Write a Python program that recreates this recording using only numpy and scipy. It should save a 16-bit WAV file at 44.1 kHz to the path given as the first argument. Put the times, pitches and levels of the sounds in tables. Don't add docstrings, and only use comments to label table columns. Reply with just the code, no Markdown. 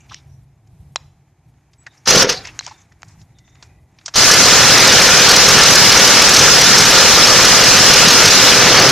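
import sys
import numpy as np
from scipy import signal
from scipy.fft import rfft, irfft, next_fast_len
from scipy.io import wavfile
from scipy.ndimage import uniform_filter1d

SR = 44100
rng = np.random.default_rng(int(sys.argv[2]) if len(sys.argv) > 2 else 0)


def waveform_to_disk(signal):
    frames = np.transpose(np.atleast_2d(signal))
    scaled = np.clip(frames, -1, 1) * 32767
    samples = np.round(scaled).astype(np.int16)
    wavfile.write(sys.argv[1], SR, samples)


def nominal_scale(level):
    x = np.asarray(level, float) / 20
    return 10 ** x


N = 392931

# frequency in Hz, level in dB per Hz.
RUMBLE_SPECTRUM = [(15, -42.5), (30, -18), (60, -1), (110, 1.5), (160, -3.5), (220, -17), (300, -44.5)]
# frequency in Hz, level in dB per Hz.
HALL_SPECTRUM = [(150, -29), (230, 0.5), (320, 1), (500, -9.5), (800, -2.5), (1100, -15.5), (1600, -33)]
# frequency in Hz, level in dB per Hz.
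RUBBING_SPECTRUM = [(400, -24.5), (800, -2), (1400, -3.5), (2300, -2), (3000, -11.5), (4500, -12.5),
                    (5700, -10.5), (6800, -7), (8000, -17.5), (10000, -20.5), (13000, -25.5)]
# time in seconds, peak in dB.
LURCHES = [(.1, -52), (.34, -48), (.82, -47), (.98, -50), (1.5, -53.5), (2.04, -55.5), (2.36, -48),
           (2.53, -46.5), (2.95, -54), (3.22, -48), (3.75, -47.5)]
# time in seconds, peak in dB.
GRIPS = [
    (.12, -57),
    (1.95, -58.5),
    (2.36, -42),
    (2.53, -49),
    (2.73, -54.5),
    (3.1, -58),
    (3.3, -64),
    (3.62, -59),
    (4.13, -54),
]
# time in seconds, peak in dB.
DRONE_SWELLS = [
    (-.01, -49),
    (.33, -39.5),
    (.82, -43),
    (1.08, -48),
    (1.58, -56),
    (2.0, -54),
]
# time in seconds, frequency in Hz.
DRONE_PITCH = [(0.3, 135.3), (0.9, 140.3), (1.3, 140), (1.6, 136.5)]
# start in seconds, end in seconds, frequency in Hz, level in dB.
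TRIGGER_WHINE = (1.781, 1.836, 7810, -55)

# start in seconds, length in seconds, frequency in Hz, level in dB.
RUBS = [(.0, .06, 6660, -57), (.001, .066, 2530, -59), (0.088, 0.15, 5400, -55), (.1, .04, 3400, -57),
        (.96, .16, 5600, -69), (1.862, 0.027, 1730, -35.5), (1.97, 0.054, 5700, -58),
        (2.33, .1, 4400, -30.5), (2.443, .057, 4800, -45.5), (2.663, 0.02, 920, -36),
        (2.708, .025, 940, -40), (2.773, .077, 6500, -54), (2.915, .02, 1750, -56), (3.45, .13, 6300, -62),
        (4.05, .07, 5330, -48)]
# start in seconds, length in seconds, frequency in Hz, level in dB.
SCUFFS = [(0.09, 0.13, 3280, -46.5), (0.11, 0.034, 1150, -41), (1.728, .03, 6000, -64),
          (2.445, 0.078, 2390, -36.5), (2.601, 0.17, 5200, -43), (2.62, 0.13, 2300, -45.5),
          (3.04, .04, 5800, -62), (3.077, .073, 6400, -53.5), (3.63, .06, 6000, -56)]
# start in seconds, length in seconds, frequency in Hz, level in dB.
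METAL_RINGS = [(.11, .09, 5660, -50), (.29, .13, 5750, -67), (0.957, .019, 4000, -32),
               (0.961, .24, 6900, -71), (1.865, .11, 3700, -63), (2.205, .08, 525, -14),
               (2.285, .09, 490, -29), (2.32, .12, 750, -38), (2.589, .016, 4100, -31),
               (2.7, .2, 3600, -65), (3.345, .08, 3650, -62), (3.36, .66, 2000, -66), (3.4, .38, 3630, -68),
               (3.54, .04, 7000, -62), (3.6, .3, 2450, -68), (4.056, .02, 5760, -30)]

# start in seconds, level of the middle part in dB, then dull part
# and bright part in dB against the middle.
KNOCKS = [(0.121, -41, -8, 1), (.672, -66, -15, 11), (1.539, -67, -1.5, -2.5), (1.733, -51, -16, -6),
          (1.865, -38, -1, 1), (1.935, -61, -6, 10), (2.325, -23, -8, 6), (2.452, -30.5, -10, 1),
          (2.471, -31, -7, 4), (2.676, -46.5, 12.5, 13), (2.72, -52, 5, -1), (2.921, -54, -6, 3),
          (3.214, -51.5, -14, 11), (3.385, -51, -18, 7), (3.478, -52, -5.5, -13), (3.554, -49, -10, -11),
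          (3.625, -38.5, -6, 4), (3.986, -41, -19, -9), (4.011, -49, -7, -12), (4.059, -32.5, -11, 16.5),
          (4.08, -29, -2.5, 5)]
# start in seconds, level of the middle part in dB, then dull part
# and bright part in dB against the middle.
SNAPS = [
    (0.144, -28.5, -25, 0),
    (0.959, -19.5, -1.5, 5.7),
    (2.591, -23.5, -10, 8),
    (2.609, -35, -3, -14),
    (2.665, -31, -13, 8.5),
    (3.02, -51, -1, 11),
    (3.031, -40, 4, 2),
]
PART_EDGES_HZ = [650, 1900, 4900, 7300]

# start and release in seconds, then working level of the pulley ring,
# casing rattle and socket rattle in dB.
PULLS = [
    (2.056, 2.223, -16.5, -16.5, -12.5),
    (4.138, 9.5, -22, -14, -10),
]
# time after the first blow in seconds, level in dB.
RING_START = [(0, -11), (.088, 4.5), (.125, -9), (.16, 0), (.6, 0.24)]
# time in seconds, level in dB.
LEAN = [
    (4.4, -0.5),
    (4.75, 2.0),
    (5.0, 0.3),
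    (6.9, -0.44),
    (7.6, 0.5),
]
LEAN_SHARE = [.6, 1.1, -.1]
HOLD_S = [.035, .018, .002]
RELEASE_DB_PER_S = [400, 330, 501]
SPIN_FROM_DB, SPIN_TO_DB = [-39, -26, -19], [-27, -11.5, -10.5]
SETTLE_DB, SETTLE_DB_PER_S = [-12, -8.5, -17.5], [140, 100, 98]
REBOUND_DB, REBOUND_FALL_DB_PER_S = [-26, -18, -15], [178, 338, 337.5]
GIVES_DB = [4, 1.5, -2.3]

# time in seconds, rate in blows per second.
BLOW_RATE = [(2.0, 41.0), (4.2, 40.5), (4.5, 40.9), (6.5, 40.8), (7.0, 40.65), (7.6, 40.9), (8.91, 40.75)]
# time in seconds, swell of the rattle in dB.
UNEVEN_BLOWS = [(2.072, 3.5), (2.09, 4), (2.107, 6.5), (2.129, -1), (2.161, 4), (2.187, 0), (2.218, 3.5),
                (2.292, 3.5), (2.322, 1), (4.157, -4)]
# frequency in Hz, level in dB, time to fall 60 dB in seconds.
PULLEY_MODES = [(410, 0, 0.12), (461, -3, 0.12), (489.3, 2.5, 0.11), (523.4, 2, 0.14), (1160, -12, .04),
                (1410, 0.5, .04), (1510, -5, .04), (1780, 2.5, .04)]
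# frequency in Hz, level in dB.
SOCKET_MODES = [(1230, -2.5), (1395, 1), (1500, -1.5), (1720, 1.5), (2950, -5.5), (4180, 0), (4480, 2.5),
                (4900, 2), (5250, -1), (5500, 3.5), (5950, 3.5), (6250, -0.5)]
# frequency in Hz, level in dB per Hz.
RATTLE_SPECTRUM = [(18, -46.5), (30, -29), (118, -2), (344, -3.5), (504, 2), (603, -3), (1080, -8),
                   (1390, -3.5), (2150, -5), (2910, -5), (3950, -7), (5360, -2), (6090, -4.5),
                   (9380, -18.5), (13100, -21)]
# frequency in Hz, depth in dB, lag in blows.
BLOW_SWELL = [(100, 2.5, 0.79), (290, 3.5, 0.85), (500, 1, .0), (1400, 0.5, 0.25), (3000, 0.5, .2),
              (6000, 4.1, 0.26)]

FILL_FROM_HZ, FILL_BAND_HZ, CUT_HZ = 4200, 690, 13210


def rms_one(x):
    return x / np.sqrt(np.mean(x ** 2) + 1e-20)


def in_time(rows):
    s, *columns = np.transpose(rows)
    return [np.interp(np.arange(N) / SR, s, c) for c in columns]


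def at_hz(points, hz, column=1):
    points = np.array(points)
    return np.interp(np.log(hz), np.log(points[:, 0]), points[:, column])


def drift(rate):
    r = np.exp(-80 * np.pi * rate / SR)
    chance = rng.standard_normal(N // 40 + 2002)
    slow = signal.lfilter([1], [1, -2 * r, r * r], chance)[2000:]
    return np.interp(np.arange(N) / 40, np.arange(len(slow)), rms_one(slow))


def coloured(spectrum):
    size = next_fast_len(N)
    hz = np.maximum(np.fft.rfftfreq(size, 1 / SR), 1)
    noise = rfft(rng.standard_normal(size))
    return rms_one(irfft(noise * nominal_scale(at_hz(spectrum, hz)), size)[:N])


def swells(rows, rest_db, rise_db, fall_db):
    t = np.arange(0, N + 64, 64) / SR
    peaks = [db - np.maximum(rise_db * (s - t), fall_db * (t - s)) for s, db in rows]
    return np.interp(np.arange(N) / SR, t, np.maximum(np.max(peaks, axis=0), rest_db))


def far_engine():
    drone_db = swells(DRONE_SWELLS, -120, rise_db=68, fall_db=58)
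    turns = np.cumsum(in_time(DRONE_PITCH)[0]) / SR
    return nominal_scale(drone_db - 1.0 + 1.4 * drift(6.0)) * np.sin(2 * np.pi * turns)


def trigger_whine():
    start, end, hz, db = TRIGGER_WHINE
    t = np.arange(N) / SR
    fade = np.clip(np.minimum(t - start, end - t) / .004, 0, 1)
    return nominal_scale(db) * np.sin(2 * np.pi * hz * t) * fade


def background():
    rumble_rest_db, rub_rest_db = -57.5, -70
    rumble_db = swells(LURCHES, rumble_rest_db, rise_db=38.5, fall_db=36)
    rub_db = swells(GRIPS, rub_rest_db, rise_db=57, fall_db=52)
    hall_db = -66.5 + 0.33 * (rub_db - rub_rest_db) + 0.49 * (rumble_db - rumble_rest_db)
    rumble = nominal_scale(rumble_db + 2.0 + 2.3 * drift(9.0)) * coloured(RUMBLE_SPECTRUM)
    hall = nominal_scale(hall_db) * coloured(HALL_SPECTRUM)
    rubbing = nominal_scale(rub_db - 0.7 + 1.5 * drift(25.0)) * coloured(RUBBING_SPECTRUM)
    return rumble + hall + rubbing + far_engine() + trigger_whine()


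def rubs():
    out, t = np.zeros(N), np.arange(SR * 2 // 3) / SR
    kinds = [(SCUFFS, 0.5), (RUBS, .21), (METAL_RINGS, .06)]
    events = [(*row, width) for rows, width in kinds for row in rows]
    grains = rng.standard_normal((len(events), len(t))) * nominal_scale(3.0 * drift(60.0)[:len(t)])
    for (start, length, hz, db, width), grain in zip(events, grains):
        shape = np.abs(np.sin(np.pi * np.clip(t / length, 0, 1) ** .5)) ** 1.3
        edges = [hz * (1 - width / 2), hz * (1 + width / 2)]
        sos = signal.butter(2, edges, "band", fs=SR, output="sos")
        at = max(round(start * SR), 0)
        out[at:at + len(t)] += nominal_scale(db) * shape * rms_one(signal.sosfilt(sos, grain))
    return out


def knocks():
    out, t = np.zeros(N), np.arange(4000) / SR
    snap_t60_s, knock_t60_s = 0.0096, 0.043
    events = [(*row, snap_t60_s) for row in SNAPS] + [(*row, knock_t60_s) for row in KNOCKS]
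    chance = rng.standard_normal((len(events), len(t)))
    bands = zip(PART_EDGES_HZ, PART_EDGES_HZ[1:])
    passes = [signal.butter(2, edge, "band", fs=SR, output="sos") for edge in bands]
    click = 2.1 * np.exp(-((t - .0003) / .00002) ** 2)
    for (s, peak_db, dull_db, bright_db, t60), noise in zip(events, chance):
        crunch = noise * nominal_scale(-60 * t / t60) * np.minimum(t / (0.019 * t60), 1)
        crunch += click * min(0.012 / t60, 1)
        parts = [signal.sosfilt(sos, crunch) for sos in passes]
        dull, middle, bright = [p / np.sqrt(np.sum(p ** 2)) for p in parts]
        sound = nominal_scale(dull_db + 7.5) * dull - middle + nominal_scale(bright_db) * bright
        at = round(s * SR)
        out[at:at + len(t)] += nominal_scale(peak_db + 17) * sound
    return out


def garage(x):
    t = np.arange(SR // 2) / SR
    t60_s, level_db = 0.46, -29.5
    tail = rng.standard_normal(len(t)) * nominal_scale(-60 * t / t60_s) * (t > .006)
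    tail = signal.lfilter([.5], [1, -.5], tail)
    return nominal_scale(level_db) * signal.fftconvolve(x, tail / np.sqrt(np.sum(tail ** 2)))[:N]


def column(values):
    return np.array(values, float)[:, None]


def effort():
    t = np.arange(N) / SR
    spin_up_s, rebound_s, gives_s, gives_over_s = .0185, 2.296, 8.45, 0.32
    rebound_fall = column(REBOUND_FALL_DB_PER_S) * (t - rebound_s)
    level_db = column(REBOUND_DB) - np.maximum(1100 * (rebound_s - t), rebound_fall)
    steps_db = 0.5 * drift(25.0)
    for start, release, *work_db in PULLS:
        since = t - start - spin_up_s
        after = np.maximum(t - release, 0)
        take_up = np.interp(since, *np.transpose(RING_START))
        casing_wakes = -4.5 * np.exp(-np.maximum(since, 0) / 0.15)
        blows = np.array([take_up, casing_wakes, -.2 * take_up * (since > .05)])
        dying = -column(RELEASE_DB_PER_S) * np.maximum(after - column(HOLD_S), 0)
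        settling = column(SETTLE_DB) - column(SETTLE_DB_PER_S) * after + steps_db
        blows += np.maximum(dying, settling)
        spin = column(SPIN_TO_DB) + (column(SPIN_TO_DB) - column(SPIN_FROM_DB)) * since / spin_up_s
        before_pull = 8000 * np.maximum(start + .002 - t, 0)
        pull_db = column(work_db) + np.where(since < 0, spin, blows) - before_pull
        level_db = np.maximum(level_db, pull_db)
    level_db = level_db + column(LEAN_SHARE) * in_time(LEAN)[0]
    level_db = level_db + column(GIVES_DB) * np.clip((t - gives_s) / gives_over_s, 0, 1)
    return np.maximum(level_db, -120)


def ring(clicks, hz, t60):
    r, w = nominal_scale(-60 / (t60 * SR)), 2 * np.pi * hz / SR
    return signal.lfilter([0, np.sin(w)], [1, -2 * r * np.cos(w), r * r], clicks + 1e-18)


def pulley(turns):
    blows = np.diff(np.floor(turns), prepend=0)
    return rms_one(sum(nominal_scale(db) * ring(blows * nominal_scale(1.5 * drift(5.3)), hz, t60) for hz, db, t60 in PULLEY_MODES))


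def socket():
    contacts = rng.standard_normal(N)
    return rms_one(sum(nominal_scale(db + 3.8 * drift(12.0)) * ring(contacts, hz, .022) for hz, db in SOCKET_MODES))


def uneven_blows():
    swell_db = np.zeros(N)
    for s, db in UNEVEN_BLOWS:
        since = np.arange(N) / SR - s
        swell_db += db * np.exp(-np.maximum(since, 0) / 0.0066) * np.clip(since / .003 + 1, 0, 1)
    return swell_db


def rattle(turns, ring_db, casing_db, socket_db):
    out, size, swell_db = np.zeros(N), next_fast_len(N), uneven_blows()
    whole, shared = rfft(coloured(RATTLE_SPECTRUM), size), drift(4.5)
    hz = np.fft.rfftfreq(size, 1 / SR)
    edges = np.r_[25, 70, 150, 250 * 2 ** (np.arange(26) / 4)]
    for low, high in zip(edges, edges[1:]):
        band = irfft(whole * (hz >= low) * (hz < high), size)[:N]
        mid = np.sqrt(low * high)
        bright = np.clip(np.log2(mid / 1500) / 1.9, 0, 1)
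        dull = np.clip(np.log2(900 / mid), 0, 1) * min(mid / 450, 1)
        metal_db = (1 - bright) * (casing_db + 7.0) + bright * (socket_db + 5.5)
        level_db = (1 - dull) * metal_db + dull * (ring_db + 9.0)
        air_db = (mid > 7200) * (0.26 * (socket_db + 5.5) + .7 * np.minimum(socket_db + 8.5, 0))
        beat = np.cos(2 * np.pi * (turns - at_hz(BLOW_SWELL, mid, column=2)))
        beat_db = at_hz(BLOW_SWELL, mid) * beat
        chance_db = 0.16 * shared + 1.21 * drift(22.0)
        out += band * nominal_scale(level_db + swell_db + air_db - 0.81 + beat_db + chance_db)
    return out


def wrench():
    ring_db, casing_db, socket_db = effort()
    turns = np.cumsum(in_time(BLOW_RATE)[0] * (1 + .003 * drift(2.5))) / SR
    out = nominal_scale(ring_db - 2.0) * pulley(turns)
    out += nominal_scale(socket_db - 2.5) * socket()
    return out + rattle(turns, ring_db, casing_db, socket_db)


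def scene():
    fall = signal.butter(4, 7600, fs=SR, output="sos")
    hits = signal.sosfilt(fall, knocks() + rubs())
    hits += nominal_scale(-12.5) * np.diff(hits, prepend=0)
    return np.tile(wrench() + hits + garage(hits) + background(), (2, 1))


def noise_fill(x, steady_db):
    window = np.sin(np.pi * (np.arange(2048) + .5) / 2048)
    hz, _, frames = signal.stft(x, SR, window=window, nperseg=2048)
    _, _, fill = signal.stft(rng.standard_normal(x.shape), SR, window=window, nperseg=2048)
    treble_db = 10 * np.log10(np.mean(abs(frames[0, hz > FILL_FROM_HZ]) ** 2, axis=0) + 1e-20)
    jump_db = abs(np.diff(treble_db, prepend=0)) + abs(np.diff(treble_db, append=0))
    steady = (jump_db < steady_db) & (rng.random(len(jump_db)) < .8)
    for low in np.arange(FILL_FROM_HZ, CUT_HZ, FILL_BAND_HZ):
        band = (hz >= low) & (hz < low + FILL_BAND_HZ)
        power, fill_power = [np.mean(abs(z[:, band]) ** 2, axis=1, keepdims=True) for z in (frames, fill)]
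        noisy = np.max(abs(frames[0, band]) ** 2, axis=0) < 9 * power[0, 0]
        swap = steady & noisy & (rng.random(len(steady)) < .9)
        matched = fill[:, band] * np.sqrt(power / fill_power)
        frames[:, band] = np.where(swap, matched, frames[:, band])
    return signal.istft(frames, SR, window=window, nperseg=2048)[1][:, :N]


def top_band(x, top_db):
    hz, _, frames = signal.stft(x, SR, nperseg=1024)
    _, _, hiss = signal.stft(rng.standard_normal(x.shape), SR, nperseg=1024)
    level_db = 10 * np.log10(np.mean(abs(frames[0]) ** 2, axis=0) + 1e-20)
    loud = level_db > np.max(level_db) - 6
    on = loud & (uniform_filter1d(rng.standard_normal(len(level_db)), size=5) > -.25)
    frames = np.where((hz < CUT_HZ)[:, None], frames, hiss * nominal_scale(top_db) * on)
    return signal.istft(frames, SR, nperseg=1024)[1][:, :N]


def top_cut(x):
    return signal.sosfilt(signal.butter(12, 15800, fs=SR, output="sos"), x)


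def record(dry):
    overloaded = 1.556 * np.tanh(dry / 1.55)
    clipped = np.clip(noise_fill(overloaded, steady_db=8.5), -1, 1)
    return top_cut(top_band(clipped, top_db=-30.5))


dry = scene()
out = record(dry)
waveform_to_disk(out)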